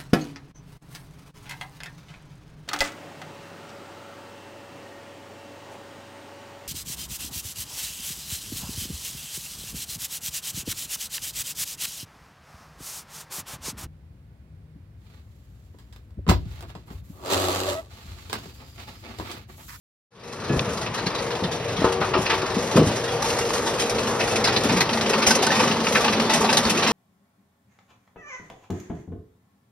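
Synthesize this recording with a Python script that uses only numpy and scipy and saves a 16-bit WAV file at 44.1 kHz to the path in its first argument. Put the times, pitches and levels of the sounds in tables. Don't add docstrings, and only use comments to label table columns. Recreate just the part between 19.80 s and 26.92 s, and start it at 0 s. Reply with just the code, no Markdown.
import sys
import numpy as np
from scipy import signal
from scipy.fft import rfft, irfft, next_fast_len
from scipy.io import wavfile
from scipy.ndimage import uniform_filter1d

SR = 44100
rng = np.random.default_rng(int(sys.argv[2]) if len(sys.argv) > 2 else 0)


def generate_wav(signal):
    frames = np.transpose(np.atleast_2d(signal))
    scaled = np.clip(frames, -1, 1) * 32767
    pcm = np.round(scaled).astype(np.int16)
    wavfile.write(sys.argv[1], SR, pcm)


N = 313992
N_FFT = next_fast_len(N)
TIME_S = np.arange(N) / SR
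BINS_HZ = np.arange(N_FFT // 2 + 1) * SR / N_FFT + 1
SHAFT_HZ = 24.265


def undb(db):
    return 10 ** (np.asarray(db) / 20)


def unit_rms(x):
    return x / np.sqrt(np.mean(x ** 2))


def over_time(table):
    return np.interp(TIME_S, *np.transpose(table))


def over_hz(table):
    hz, value = np.transpose(table)
    return np.interp(np.log(BINS_HZ), np.log(hz), value)


def to_samples(spectrum):
    return irfft(spectrum, N_FFT)[:, :N]


def band(x, lo_hz, hi_hz):
    return signal.sosfilt(signal.butter(3, [lo_hz, hi_hz], "band", fs=SR, output="sos"), x)


def mode(x, hz, t60_s):
    pole = np.exp(2j * np.pi * hz / SR - np.log(1000) / (t60_s * SR))
    return signal.lfilter([1], [1, -pole], x).imag


def resonance(x, hz, width_hz):
    return signal.lfilter(*signal.iirpeak(hz, hz / width_hz, fs=SR), x)


def drift(rate_hz):
    hold = int(SR / rate_hz)
    steps = np.repeat(rng.standard_normal(N // hold + 1), hold)
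    return uniform_filter1d(uniform_filter1d(steps, hold), hold)[:N]


def burst(start_s, rise_s, t60_s, curve=1.467):
    start = int(start_s * SR)
    t = np.arange(min(int(t60_s * SR), N - start)) / SR
    attack = np.sin(np.pi / 2 * np.minimum(t / rise_s, 1)) ** 2
    return slice(start, start + len(t)), attack * undb(-60 * (t / t60_s) ** curve)


def hum(modes):
    out = np.zeros((2, N))
    for hz, width_hz, db in modes:
        ring = resonance(rng.standard_normal((2, N)), hz, width_hz)
        out += undb(db) * unit_rms(resonance(ring, hz, 2 * width_hz))
    return out


def rumble(upper_db):
    # (frequency [Hz], relative density [dB])
    density = [(15, -54), (25, -21), (55, -10), (80, -11.5), (113, -5.5), (176, -8.5), (232, -8.5),
               (287, -12), (468, -7.5), (716, -11.5), (1170, -13), (1670, -20), (1860, -21), (3040, -25),
               (4000, -31.5), (5200, -69), (8800, -120)]
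    # (time [s], level [dB])
    bass_level = [(.31, -38), (.85, -31.5), (1.2, -38), (2.4, -36.5), (3.0, -36), (4.7, -36.5), (5.3, -44),
                  (6.3, -35.5), (7.12, -41)]
    spectrum = rfft(rng.standard_normal((2, N_FFT))) * undb(over_hz(density))
    bass, upper = np.zeros((2, 2, N))
    for log2_hz in np.arange(4.5, 12.6, .5):
        window = np.clip(1 - abs(np.log2(BINS_HZ) - log2_hz) * 2, 0, 1)
        part = undb(3 * drift(14)) * to_samples(spectrum * window)
        if 2 ** log2_hz < 200:
            bass += part
        else:
            upper += part
    return unit_rms(upper) * undb(upper_db) + unit_rms(bass) * undb(over_time(bass_level))


def belt_and_frame(belt_db, frame_db):
    # (frequency [Hz], width [Hz], level [dB])
    belt_modes = [(471.7, 16.6, -3.5), (453, 250, -3)]
    # (frequency [Hz], width [Hz], level [dB])
    frame_modes = [(223, 33, 1), (392, 81, -5), (546, 63, -12)]
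    return hum(belt_modes) * undb(belt_db) + hum(frame_modes) * undb(frame_db + 1.9 * drift(20))


def legs():
    # (time [s], level [dB])
    level = [(.31, -46), (4.2, -46.5), (4.9, -38), (5.3, -40), (5.9, -38), (6.25, -33.5), (7.12, -37)]
    hz, width_hz = 160.5, 11
    return hum([(hz, width_hz, 0)]) * undb(over_time(level))


def shaft():
    # (multiple of the shaft rate, level [dB])
    tones = [(3, -50.5), (4, -44.5), (5, -42.5)]
    turns = SHAFT_HZ * TIME_S
    return sum(undb(db + 4.6 * drift(2.5)) * np.sin(2 * np.pi * (multiple * turns + 0.12 * drift(2.98)))
               for multiple, db in tones)


def wire_chatter():
    # (frequency [Hz], relative density [dB])
    density = [(240, -4), (400, -15.5), (1000, -5.5), (1700, -4), (2700, -7.5), (3500, -6.5), (5600, -11),
               (6500, -14.5), (8000, -27.5), (10000, -28.5), (13000, -29), (13500, -81), (15700, -58)]
    # (frequency [Hz], width [Hz], relative level [dB])
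    wires = [(780, 20, 0.5), (894, 35, 0), (1150, 35, -9), (1886, 154, -5.5), (2614, 21, -6),
             (4110, 150, -16), (4820, 75, -21), (5850, 150, -15), (8620, 940, -5)]
    knocks = rng.standard_normal((2, N)) * undb(1.93 * np.minimum(rng.exponential(size=N), 7.5))
    chatter = to_samples(rfft(knocks, N_FFT) * undb(over_hz(density)))
    chatter += sum(undb(db + 5.5) * resonance(chatter, hz, width_hz) for hz, width_hz, db in wires)
    bands_hz = (300, 1460), (2300, 5410), (6300, 12500)
    return [unit_rms(band(chatter, *edges)) for edges in bands_hz]


def wire_patch(x, spread_db, width_hz=45):
    size = 8192
    bins, width = size // 2 + 1, int(width_hz * size / SR) + 1
    peaks = uniform_filter1d(np.repeat(rng.standard_normal(bins), width)[:bins], width)
    return unit_rms(irfft(rfft(x, size) * undb(spread_db * peaks), size)[:, :x.shape[1]])


def mesh_rattle(low, mid, top):
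    # (time [s], level [dB])
    top_level = [(.31, -7), (.9, -4), (1.2, -7), (2.0, -5.5), (2.6, -7.5), (3.4, -3.5), (4.1, -2.5),
                 (4.7, -7.5), (5.5, -6.5), (6.2, -6.5), (7.12, -6.5)]
    chatter = (undb(-1.5 + 0.5 * drift(19)) * low
               + undb(0.49 * drift(14)) * mid
               + undb(over_time(top_level) + 3.4 * drift(22)) * top)
    out = undb(-10) * chatter
    for turn_s in np.arange(0.017, N / SR - .01, 1 / SHAFT_HZ):
        late_s = 0.0038 * abs(rng.standard_normal())
        at, envelope = burst(turn_s + late_s, rise_s=0.0088, t60_s=0.17)
        slap_db = 2.5 + 3 * rng.standard_normal()
        out[:, at] += undb(slap_db) * envelope * wire_patch(chatter[:, at], spread_db=5.7)
    return out


def hard_slaps(low, mid, top):
    # (time [s], level [dB], low band [dB], top band [dB], wire [Hz], t60 before limiting [s])
    slaps = [(.524, -35.5, 9, 6, 4080, 0.077), (.792, -15.5, -2.5, -30, 2900, 0.021),
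             (.975, -43, -11, -19, 4470, 0.034), (1.015, -48, -11, -24, 4600, 0.061),
             (1.06, -32.5, -1, -36, 2460, 0.078), (1.138, -36, 1, -5, 2960, 0.12),
             (1.172, -35.5, 5, -9, 4090, 0.13), (1.262, -26.5, -7, -11, 4320, .075),
             (1.346, -33, 0, -4, 3900, 0.095), (1.387, -38, -5, -17, 4300, 0.048),
             (1.51, -41, 3, -18, 3000, 0.11), (1.55, -39, -1, -20, 3300, 0.047),
             (1.634, -29, 4, -34, 3600, 0.081), (1.714, -40.5, -7, -7, 3430, 0.18),
             (1.963, -36, -5, -21, 3400, 0.21), (2.037, -37.5, 17.5, -5, 2680, 0.15),
             (2.119, -36, -6, 0, 2790, 0.074), (2.21, -41, 21.5, -29, 2580, 0.14),
             (2.332, -28, 11, -35, 2700, 0.16), (2.458, -26, -5, -40, 2600, 0.087),
             (2.495, -25, 5.5, -12, 2370, 0.13), (2.615, -41, 9, -1, 3560, 0.062),
             (2.959, -31, -8, 8.5, 2750, 0.11), (3.057, -41.5, 2, 9, 5640, 0.12),
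             (3.42, -30.5, 9, 8, 3870, 0.064), (3.459, -31, -10, -5, 5500, 0.073),
             (3.502, -25, -18, -6, 2670, 0.035), (3.584, -28, 4, 2, 5260, 0.079),
             (3.704, -30.5, 12, -14, 2460, 0.021), (3.777, -34, -18, -15, 2850, 0.045),
             (3.863, -33, 6, -2, 3550, 0.25), (3.992, -27.5, -2, 3.5, 3200, 0.12),
             (4.094, -25.5, -7, 1.5, 5600, 0.046), (4.18, -31.5, -2, -21, 2470, 0.071),
             (4.268, -35, -9, -12, 2840, 0.04), (4.398, -26.5, 1, -18, 2460, 0.19),
             (4.555, -25.5, -31, 1, 2330, 0.067), (4.638, -18, -12, -5, 4950, 0.1),
             (4.67, -24.5, 6.5, -7, 4140, 0.085), (4.76, -17.5, -7, -30, 4020, 0.064),
             (4.834, -29, -12, 4, 5600, 0.033), (4.889, -27, 3, -18, 2220, 0.12),
             (4.92, -40, -5, 11, 4500, 0.044), (4.962, -29, -7, -2, 2300, 0.087),
             (5.002, -16.5, -1.5, -2, 2050, 0.078), (5.09, -26.5, -7, -19, 3000, 0.035),
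             (5.13, -26.5, -13, -10, 4280, 0.035), (5.173, -31.5, 14, -18, 4400, 0.021),
             (5.209, -23.5, 0, -7, 4000, 0.035), (5.258, -26, -6, -28, 2730, 0.053),
             (5.292, -29, -1, 3.5, 2640, 0.056), (5.331, -21.5, 2, -12, 2670, 0.065),
             (5.421, -24, -8, -16, 2620, 0.085), (5.463, -19, -5, 4, 5200, 0.15),
             (5.504, -17.5, -7, -3, 5040, 0.081), (5.549, -23, -15, 5.5, 5300, 0.073),
             (5.619, -22.5, -23, -0.5, 5000, 0.11), (5.665, -19.5, -6, -1.5, 5000, 0.031),
             (5.7, -37, 4, 1, 2700, 0.21), (5.796, -30, 7, -11, 2350, 0.12),
             (5.832, -32, -5, -19, 3810, 0.032), (5.908, -28, -10, -36, 2730, 0.074),
             (6.067, -19, -1, -33, 2600, 0.043), (6.147, -20, 4.5, -12, 2510, 0.12),
             (6.238, -30, 6, -38, 2600, 0.16), (6.278, -20.5, -1, -40, 2720, 0.052),
             (6.321, -26.5, 1, -8, 2510, 0.11), (6.396, -22, 1.5, -5, 2470, 0.058),
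             (6.532, -26.5, -23, 6, 2270, 0.11), (6.6, -43, 8, 16.5, 3150, 0.17),
             (6.643, -25.5, 3, -7, 4130, 0.055), (6.687, -22, -3, -24, 2610, 0.071),
             (6.726, -19.5, 0, 0, 4900, 0.05), (6.768, -16, -5, 2.5, 3800, 0.068),
             (6.85, -21.5, 4, -6, 4440, 0.035), (6.894, -22.5, -29, 4, 2800, 0.073),
             (6.968, -27.5, -10, -1, 2600, 0.12), (7.02, -25, -1, -20, 2630, 0.14),
             (7.06, -26.5, -2, -30, 2680, 0.13)]
    out = np.zeros((2, N))
    _, tick_envelope = burst(0, rise_s=0.00023, t60_s=0.013)
    tick_samples, lag_samples = len(tick_envelope), 200
    for start_s, db, low_db, top_db, wire_hz, t60_s in slaps:
        rise_s = np.clip(0.097 * t60_s, .0025, .011)
        at, envelope = burst(start_s, rise_s, np.clip(t60_s, .02, .185), curve=1.25)
        blow = undb(low_db) * low[:, at] + mid[:, at] + undb(top_db) * top[:, at]
        patch = np.std(blow) * wire_patch(blow, spread_db=5.5)
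        wire = undb(7.5) * resonance(mid[:, at], wire_hz, width_hz=410)
        out[:, at] += undb(db) * envelope * (patch + wire)
        tick = tick_envelope * mid[:, at.start:][:, :tick_samples] * rng.random() ** 2
        out[:, at.start + lag_samples:][:, :tick_samples] += undb(db - 4) * tick
    return out


def soil_impacts(lumps, rise_s, t60_s, swing_db, crumbs_db):
    out = np.zeros((2, N))
    for start_s, db, hz in lumps:
        at, envelope = burst(start_s, rise_s, t60_s)
        n = len(envelope)
        swing = np.sin(2 * np.pi * (hz * TIME_S[:n] + rng.random(size=(2, 1))))
        noise = rng.standard_normal((2, n + 1500))
        crumbs = unit_rms(band(noise, hz / 1.78, hz * 2.48))[:, -n:]
        out[:, at] += undb(db) * envelope * (undb(swing_db) * swing + undb(crumbs_db) * crumbs)
    return out


def soil_thuds():
    # (time [s], level [dB], pitch [Hz])
    lumps = [(.692, -22, 302), (.7, -6, 141), (.705, -22, 416), (.729, -8.5, 146), (.732, -22, 514),
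             (.755, -11.5, 160), (.76, -14, 62), (.8, -16, 124), (.87, -19, 97), (.899, -30, 181),
             (1.228, -21, 165), (1.263, -17.5, 185), (1.619, -15, 176), (1.642, -16, 169),
             (1.987, -17.5, 175), (2.015, -17, 273), (2.35, -18, 352), (2.386, -15.5, 186),
             (2.762, -14, 187), (2.935, -22, 410), (2.955, -6, 178), (2.962, -15, 390), (2.966, -8.5, 513),
             (2.975, -4, 220), (2.989, -5, 159), (2.985, -17, 294), (2.995, -20, 480), (3.02, -19, 430),
             (3.01, -5, 161), (3.034, -10.5, 149), (3.066, -10, 106), (3.08, -22, 55), (3.1, -19, 265),
             (3.13, -21, 172), (3.847, -24, 334), (4.852, -13, 218), (4.885, -18.5, 131),
             (4.914, -13.5, 253), (4.934, -14, 180), (4.964, -15, 184), (4.988, -25, 145),
             (5.009, -16.5, 152), (4.95, -23, 90), (5.47, -21, 75), (6.6, -27, 60), (6.85, -19, 72)]
    return soil_impacts(lumps, rise_s=0.0047, t60_s=.08, swing_db=-3.5, crumbs_db=-6.5)


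def blade_ring():
    # (frequency [Hz], level [dB])
    modes = [(1703, -28.5), (2548, -32)]
    out = np.zeros((2, N))
    at, envelope = burst(.692, rise_s=0.0035, t60_s=0.25)
    t = TIME_S[:len(envelope)]
    out[0, at] = envelope * sum(undb(db) * np.sin(2 * np.pi * hz * t) for hz, db in modes)
    return out


def shovel_clangs():
    # (time [s], ring [dB], scrape [dB], spot pitch [Hz])
    blows = [(.693, -60, -18, 550), (2.018, -61.5, -16, 460), (2.043, -47, -17, 610),
             (2.075, -53.5, -18, 800), (2.122, -60, -24, 470), (2.214, -53.5, -16, 950),
             (2.352, -53.5, -26, 390), (2.45, -57.5, -24, 440), (2.501, -58, -7.5, 1100),
             (2.529, -57.5, -11, 900), (2.63, -58, -25, 504), (2.963, -52, -11, 500)]
    # (frequency [Hz], level [dB], t60 [s])
    modes = [(378, -7, 1.63), (387, -14, 0.45), (469.6, -4.5, 0.56), (332, -22, 0.06), (526, 10, 0.011),
             (634, -7, .6), (784, -11, 0.17), (885, -4.5, 0.16), (972, -7, 0.22), (1020, -7, 0.18),
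             (1147, -4, 0.36), (1252, -1, .15), (1360, -13, 0.17)]
    falloff_db_per_octave, ring_samples = 5.5, 32000
    sheet, scrape = np.zeros((2, 2, N))
    for start_s, ring_db, scrape_db, spot_hz in blows:
        at, envelope = burst(start_s, rise_s=0.001, t60_s=0.13)
        knocks = envelope * rng.standard_normal((2, 9000))[:, :len(envelope)]
        force = np.zeros(ring_samples)
        force[:len(envelope)] = knocks[0]
        force[90] += undb(31)
        for hz, db, t60_s in modes:
            mode_db = ring_db + db - falloff_db_per_octave * abs(np.log2(hz / spot_hz))
            sheet[0, at.start:][:ring_samples] += undb(mode_db) * mode(force, hz, t60_s)
        scrape[:, at] += undb(scrape_db) * knocks
    sheet *= undb(4 * drift(18))
    return sheet + band(scrape, 900, 980) + undb(-5) * band(scrape, 1200, 3760)


def deck_clods():
    # (time [s], level [dB], pitch [Hz])
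    clods = [(4.404, -15, 464), (4.519, -17, 460), (4.647, -11, 480), (4.892, -15, 914), (4.895, -17, 1780),
             (4.974, -12, 506), (5.143, -15, 660), (5.302, -11, 413), (5.377, -12.5, 546),
             (5.462, -10.5, 553), (5.502, -16, 740), (5.506, -9, 1522), (5.558, -10.5, 540),
             (5.628, -10, 754), (5.63, -16, 957), (5.632, -19, 1770), (5.668, -13, 1500),
             (5.695, -12.5, 557), (5.703, -10.5, 1770), (5.714, -12, 1320), (5.718, -8.5, 768),
             (5.735, -16, 1150), (5.745, -13, 1020), (5.762, -14, 1080), (5.8, -9, 930), (5.803, -8, 497),
             (5.805, -13, 1170), (5.77, -11, 514), (5.835, -12, 1177), (5.839, -10.5, 518),
             (5.95, -20, 965), (6.038, -15, 537), (6.068, -16, 1285), (6.11, -11.5, 524),
             (6.154, -13, 2420), (6.157, -8, 1756), (6.202, -17, 1180), (6.41, -18, 1150),
             (6.554, -10.5, 663), (6.603, -8, 434), (6.612, -10.5, 1120), (6.632, -7, 416),
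             (6.64, -10.5, 737), (6.69, -14, 1560), (6.726, -14, 1100), (6.775, -8, 806), (6.852, -15, 450),
             (7.065, -26, 950)]
    # (frequency [Hz], level [dB], t60 [s])
    modes = [(424, -7, 0.11), (537.7, 0, 0.19), (658.4, -7.5, 0.16), (762, -6.5, 0.27), (895, -5.5, 0.15),
             (972, -1, 0.13), (1170, 1, 0.25), (1276, -1, 0.19), (1524, -1, 0.18), (1734, 0, 0.099),
             (2380, -4, .12), (2480, -8, .12)]
    falloff_db_per_octave, ring_samples = 34, 9000
    knocks = soil_impacts(clods, rise_s=0.0033, t60_s=0.062, swing_db=-8, crumbs_db=-22)
    plates, t = np.zeros((2, N + ring_samples)), TIME_S[:ring_samples]
    attack = np.minimum(t / 0.0028, 1)
    hz, db, t60_s = np.transpose(modes)[:, :, None]
    for start_s, clod_db, clod_hz in clods:
        detune, size, phase = rng.standard_normal((3, len(hz), 1))
        mode_db = db + clod_db - falloff_db_per_octave * abs(np.log2(hz / clod_hz)) + 1.56 * size
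        tones = np.sin(2 * np.pi * hz * (1 + 0.0041 * detune) * t + 3 * phase)
        rings = undb(mode_db - 60 * t / t60_s) * tones
        plates[0, int(start_s * SR):][:ring_samples] += attack * rings.sum(axis=0)
    return knocks + undb(-11.5) * plates[:, :N]


def phone_ports(sources):
    # (frequency [Hz], coherence [0-1])
    likeness = [(40, 1), (80, 1), (150, 1), (290, 1), (690, 0.88), (1200, .9), (1700, 0.97), (2300, 0.88),
                (3300, 0.14), (4800, 0.55), (5400, 0.58), (7000, 0.9), (8700, 0.67), (10300, 1),
                (11900, 0.6), (13000, 0.77), (14000, .99)]
    # (frequency [Hz], phase [rad])
    lead = [(20, 0), (1700, .1), (2800, 1.4), (3300, 1.6), (3800, .8), (4800, 1), (5300, .4), (6400, 2.7),
            (6900, 3.1), (7900, 3.15), (10000, 6.28), (11300, 6.3), (12500, 9.4), (13200, 9.4),
            (13600, 12.56)]
    # (frequency [Hz], left minus right before scaling [dB])
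    tilt = [(60, .1), (125, .3), (250, 1.8), (600, 3.4), (1200, 2.2), (1700, 0), (2300, -.5), (3500, .7),
            (5500, .6), (6400, 0), (15000, -.2)]
    # (time [s], share [0-1])
    turning = [(.31, 1), (.9, 0.7), (1.1, 1), (1.9, 0.6), (2.17, 1), (2.85, 0.84), (2.96, 0.4), (3.15, 0.4),
               (4.96, 0.48), (6.36, 0.3), (7.12, .35)]
    shared, scattered = rfft(sources, N_FFT)
    coherence, side = over_hz(likeness), np.array([[1], [-1]])
    spectra = np.sqrt((1 + coherence) / 2) * shared + side * np.sqrt((1 - coherence) / 2) * scattered
    spectra *= np.exp(.5j * side * over_hz(lead))
    tilt_db = 1.6 * over_hz(tilt)
    turned = to_samples(spectra * undb(side * tilt_db / 2))
    turn = over_time(turning)
    return (1 - turn) * to_samples(spectra) + turn * turned


def scene():
    # (time [s], rumble [dB], rattle [dB], belt ring [dB], frame ring [dB])
    levels = [(.31, -31.5, -37.5, -36, -47), (.8, -29, -37, -31, -34), (1.1, -31, -41, -48, -60),
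              (1.4, -29.5, -37, -32.5, -50), (1.8, -31, -39.5, -31, -61), (2.2, -28.5, -39, -37, -54),
              (2.6, -28, -36, -37, -48), (3.0, -27.5, -35, -32.5, -44), (3.6, -28.5, -34, -27, -48),
              (4.2, -27, -35, -27, -32), (4.8, -27.5, -30.5, -25, -32), (5.05, -26.5, -31.5, -36, -33),
              (5.5, -23, -31, -49, -27), (5.85, -26, -26.5, -46, -27), (6.2, -25.5, -32.5, -28.5, -30.5),
              (6.5, -24, -30, -38, -27.5), (7.12, -25, -29, -34, -30)]
    times_s, *columns = np.transpose(levels)
    rumble_db, rattle_db, belt_db, frame_db = (np.interp(TIME_S, times_s, db) for db in columns)
    soil = soil_thuds() + deck_clods()
    machine = legs() + rumble(rumble_db) + belt_and_frame(belt_db, frame_db) + shaft()
    shovel = blade_ring() + shovel_clangs()
    chatter = wire_chatter()
    mesh = mesh_rattle(*chatter) * undb(rattle_db) + hard_slaps(*chatter)
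    return phone_ports(machine + shovel + mesh + soil)


def record(dry):
    silent_s, fade_s, low_hz, top_hz = .305, 0.59, 45, 15700
    fade = np.clip((TIME_S - silent_s) / fade_s, 0, 1)
    highpassed = signal.sosfilt(signal.butter(2, low_hz, "high", fs=SR, output="sos"), dry)
    rounded = 1.189 * np.tanh(highpassed / 1.407)
    return signal.sosfilt(signal.ellip(8, .2, 70, top_hz, fs=SR, output="sos"), rounded * fade)


dry = scene()
out = record(dry)
generate_wav(out)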